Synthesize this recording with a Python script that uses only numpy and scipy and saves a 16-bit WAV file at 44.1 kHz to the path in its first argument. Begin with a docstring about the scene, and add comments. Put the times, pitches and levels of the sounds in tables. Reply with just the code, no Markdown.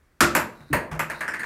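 """A bare, ringing bathroom: a small hard plastic cap drops into the tub and bounces ever faster.
Each impact excites the cap's hollow (a knock), its wall (a bright ring) and the tub's shell (a boom);
between bounces the cap skids faintly. A small dog runs up and puts its paws on the tub with soft
thumps and claw taps. Quiet room noise lies under it all."""
import sys
import numpy as np
from scipy import signal
from scipy.fft import rfft, irfft
from scipy.io import wavfile

SR = 44100
rng = np.random.default_rng(int(sys.argv[2]) if len(sys.argv) > 2 else 0)


def dump(signal):
    """Clip the signal to [-1, 1] and save it as 16-bit WAV at the path in sys.argv[1]."""
    limited = np.clip(np.atleast_2d(signal).T, -1, 1)
    pcm = np.round(limited * 32767).astype(np.int16)
    wavfile.write(sys.argv[1], SR, pcm)


N = 63945
T = np.arange(N) / SR
CLICK = np.r_[1., np.zeros(N - 1)] + 1e-18  # unit impulse


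def from_db(db):
    """Amplitude ratio of a level: tenfold for every 20 dB."""
    return 10 ** (np.asarray(db) / 20)


def unit(x):
    """Normalisation to unit energy."""
    return x / np.sqrt(np.sum(x ** 2))


def at_hz(points, hz):
    """Interpolation on a logarithmic frequency axis."""
    f, value = np.transpose(points)
    return np.interp(np.log(np.maximum(hz, 1)), np.log(f), value)


def band(x, hz, kind="band", order=2):
    """Butterworth filtering: a maximally flat passband."""
    sections = signal.butter(order, np.minimum(hz, SR / 2 - 1000), kind, fs=SR, output="sos")
    return signal.sosfilt(sections, x)


def resonate(x, hz, width_hz):
    """Forced response of a damped oscillator: the wider the band, the faster the decay."""
    r = np.exp(-np.pi * width_hz / SR)
    return signal.lfilter([1, 0, -1], [1, -2 * r * np.cos(2 * np.pi * hz / SR), r * r], x)


def air():
    """Ambient noise: a steady random signal with a spectrum weighted to the bass."""
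    # room noise spectrum: f/Hz, relative density level/dB
    spectrum = [(18, -35), (30, -3), (46, -13), (70, -5.5), (90, -15), (311, -22), (844, -29),
                (1760, -26.5), (2900, -38), (16000, -46)]
    colour = from_db(at_hz(spectrum, np.fft.rfftfreq(N, 1 / SR)))
    noise = irfft(rfft(rng.standard_normal(N)) * colour, N)
    return from_db(-63) * np.sqrt(N) * unit(noise)


def broad_mode(hz, width_hz):
    """Two damped resonators in cascade give a broad peak with steep skirts."""
    return unit(resonate(resonate(CLICK, hz, width_hz), hz, width_hz))


def cap_ring(modes):
    """Modal superposition in the cap's wall: alternating signs shape the valleys between the peaks."""
    return unit(sum((-1) ** k * from_db(db) * broad_mode(hz, width_hz=950)
                    for k, (hz, db) in enumerate(modes)))


def swelling_ring(hz, t60, swell_s):
    """A panel mode builds up smoothly, then decays exponentially through damping."""
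    swell = (1 - np.exp(-T / swell_s)) ** 2
    return unit(np.sin(2 * np.pi * hz * T) * from_db(-60 * T / t60) * swell)


def place(x, start_s, spread_s=.05):
    """Delay of a blow to its onset; its level is its energy averaged over spread_s."""
    return np.r_[np.zeros(int(start_s * SR)), x][:N] * np.sqrt(spread_s * SR)


def bathroom(x):
    """Reverberation: direct sound, early reflections in the tub and a diffuse tail, new for each spot."""
    # reverberation time: f/Hz, T60/s
    room_t60 = [(80, 0.5), (300, 0.54), (900, 0.4), (1800, 0.28), (4000, 0.31), (8000, 0.21), (15000, 0.14)]
    echoes_per_s, early_t60_s, late_t60_s = 1100, 0.2, 0.68
    edges_hz = np.geomspace(30, 20000, 15)
    white, tail = rng.standard_normal((2, N)), 0
    late = from_db(-28 - 60 * T / late_t60_s)  # a faint, longer ring
    for k, (low, high) in enumerate(zip(edges_hz, edges_hz[1:])):
        decay = from_db(-60 * T / at_hz(room_t60, np.sqrt(low * high))) + late
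        tail = tail + unit(band(white[k % 2], (low, high)) * decay) * np.sqrt(high - low)
    echoes = rng.standard_normal(N) * (rng.random(N) < echoes_per_s / SR)
    early = unit(echoes * from_db(-60 * T / early_t60_s))
    direct = from_db(-18) * CLICK + from_db(-17) * band(CLICK, 6000, "high")  # strongest in the treble
    response = direct + from_db(-2.5) * early + unit(tail)
    return unit(signal.fftconvolve(x, response)[:N]) * np.sqrt(np.sum(x ** 2))


def cap_bounces():
    """Impact excitation: each bounce drives the modes of tub and cap, in shares set by how it lands."""
    # impacts: t/s, boom/dB, shell/dB, thud/dB, tock/dB, knock f/Hz, knock bandwidth/Hz, knock/dB,
    # clack/dB, crack/dB, part of the cap that lands, ring/dB, ring cutoff/Hz
    bounces = [ (0.206, -23.5, -22.5, -29, -36, 1340, 313, -15, -24.5, -22, "side", -30.5, 13800),
               (0.3503, -27.5, -34.5, -29, -25.5, 1320, 740, -20, -27.5, -32, "side", -29.5, 19000),
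               (0.729, -28, -37.5, -26, -26, 1744, 486, -23.5, -28.5, -44.5, "rim", -35, 18600),
               (.9930, -41, -43.5, -36, -35.5, 1344, 513, -26, -32, -41, "side", -39, 19000),
               (1.0990, -50, -44, -41.5, -39.5, 1530, 515, -32.5, -40, -50, "rim", -48, 14900),
               (1.207, -44.5, -52.5, -42.5, -46, 1660, 430, -28.5, -47, -48.5, "rim", -50, 13000),
               (1.2789, -45, -47, -46, -42.5, 1677, 406, -28.5, -65, -53, "edge", -45, 14100),
               (1.3373, -47, -70, -51.5, -47, 1820, 330, -31, -55, -51, "rim", -52.5, 11800),
               (1.3935, -45.5, -59, -65, -53, 1770, 278, -32.5, -65, -60, "rim", -49, 10200),
               (1.4310, -50, -47, -61, -43.5, 1740, 240, -30.5, -69, -54, "rim", -57.5, 9700)]
    # modes of the cap's wall, struck on rim, side or edge: f/Hz, relative level/dB
    rim_modes = [(4350, 10), (6750, 6.5), (8650, 14), (11000, 10.5), (13000, 12), (14950, 10)]
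    side_modes = [(5400, -6.5), (7450, 6.5), (9750, 4), (11700, 7.5), (14400, 5)]
    edge_modes = [(5300, 4), (7550, 0.5), (9250, 0), (12800, -5)]
    # modes of the tub's shell: f/Hz, relative level/dB, T60/s
    tub_modes = [(66.4, -11, 0.49), (141.7, -9.5, 0.32), (226.8, -9, 0.78), (301.2, -8, 0.15),
                 (344.8, -2, 0.46), (553, -36, 0.44), (608, -10, 0.45), (1010, -32, 0.66)]
    boom_hz, clack_hz, crack_hz = (108, 454), (1760, 2675), (2500, 8560)
    boom, crack = unit(band(CLICK, boom_hz)), unit(band(CLICK, crack_hz))
    clack = unit(band(CLICK, clack_hz, order=3))
    thud, tock = broad_mode(hz=581, width_hz=230), broad_mode(hz=933, width_hz=225)  # the tub's floor
    rings = {"rim": cap_ring(rim_modes), "side": cap_ring(side_modes), "edge": cap_ring(edge_modes)}
    shell = unit(sum(from_db(db) * swelling_ring(hz, t60, swell_s=0.012) for hz, db, t60 in tub_modes))
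    out = 0
    for (start_s, boom_db, shell_db, thud_db, tock_db, knock_hz, width_hz, knock_db,
         clack_db, crack_db, landing, ring_db, top_hz) in bounces:
        hollow = resonate(CLICK, knock_hz, width_hz)
        knock = unit(band(hollow, hz=2220, kind="low", order=4))
        ring = unit(band(rings[landing], top_hz, "low"))
        plastic = from_db(knock_db) * knock + from_db(ring_db) * ring
        floor = from_db(thud_db) * thud + from_db(tock_db) * tock + from_db(crack_db) * crack
        walls = from_db(boom_db) * boom + from_db(clack_db) * clack
        heard = bathroom(plastic) + bathroom(floor) + bathroom(walls)
        out = out + place(heard + from_db(shell_db) * shell, start_s)
    return out


def cap_skids():
    """Sliding friction: tiny random slips excite the resonances of the cap's hollow and wall."""
    # slides along the tub: start t/s, end t/s, gain/dB
    skids = [(0.543, 0.732, 0), (1.13, 1.247, 11)]
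    # resonances of the sliding cap: f/Hz, bandwidth/Hz, level before the slide's gain/dB
    skid_modes = [(1491, 380, -61.5), (3850, 250, -65.5), (8650, 3000, -77)]
    slips_per_s, fade_s = 2500, .025
    slips = rng.standard_normal(N) * (rng.random(N) < slips_per_s / SR)
    contact = sum(from_db(db) * np.clip(np.minimum(T - start, end - T) / fade_s, 0, 1)
                  for start, end, db in skids)
    scrape = sum(from_db(db) * unit(resonate(slips, hz, width)) for hz, width, db in skid_modes)
    return np.sqrt(N) * scrape * contact


def paws():
    """Contact stiffness sets bandwidth: soft pads thump and set a panel humming, hard claws tap."""
    # steps on floor and tub: t/s, thump/dB, ring f/Hz, ring/dB, ring T60/s, claw/dB
    steps = [(.605, -53, 143.5, -50.5, 0.39, -53), (.700, -35.5, 293, -33.5, 0.15, -69),
             (0.711, -39, 139.5, -32, 0.17, -54), (.914, -38, 157.4, -32.5, 0.63, -35),
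             (0.933, -55, 62, -46, 0.2, -54), (0.947, -68, 342.4, -46.5, 0.26, -43)]
    thump_hz, tap_hz, tick_hz = (48, 138), (224, 1640), (2960, 6500)
    thump = unit(band(CLICK, thump_hz))
    claw = unit(band(CLICK, tap_hz)) + from_db(-15.5) * unit(band(CLICK, tick_hz, order=1))
    out = 0
    for start_s, thump_db, hz, ring_db, t60, claw_db in steps:
        contact = bathroom(from_db(thump_db) * thump) + bathroom(from_db(claw_db) * claw)
        panel = from_db(ring_db) * swelling_ring(hz, t60, swell_s=0.0057)
        out = out + place(contact + panel, start_s)
    return out


def scene():
    """Linear superposition of cap, dog and room noise at one point."""
    return (cap_bounces() + paws() + cap_skids() + air())[None]


def record(dry):
    """Soft saturation rounds the loudest peaks; low-pass filters limit the bandwidth."""
    ceiling, cutoff_hz = .85, 15900
    limited = band(dry, hz=16000, kind="low", order=6)
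    rounded = ceiling * np.tanh(limited / ceiling)
    return signal.sosfilt(signal.ellip(10, .2, 80, cutoff_hz, fs=SR, output="sos"), rounded)


dry = scene()
out = record(dry)
dump(out)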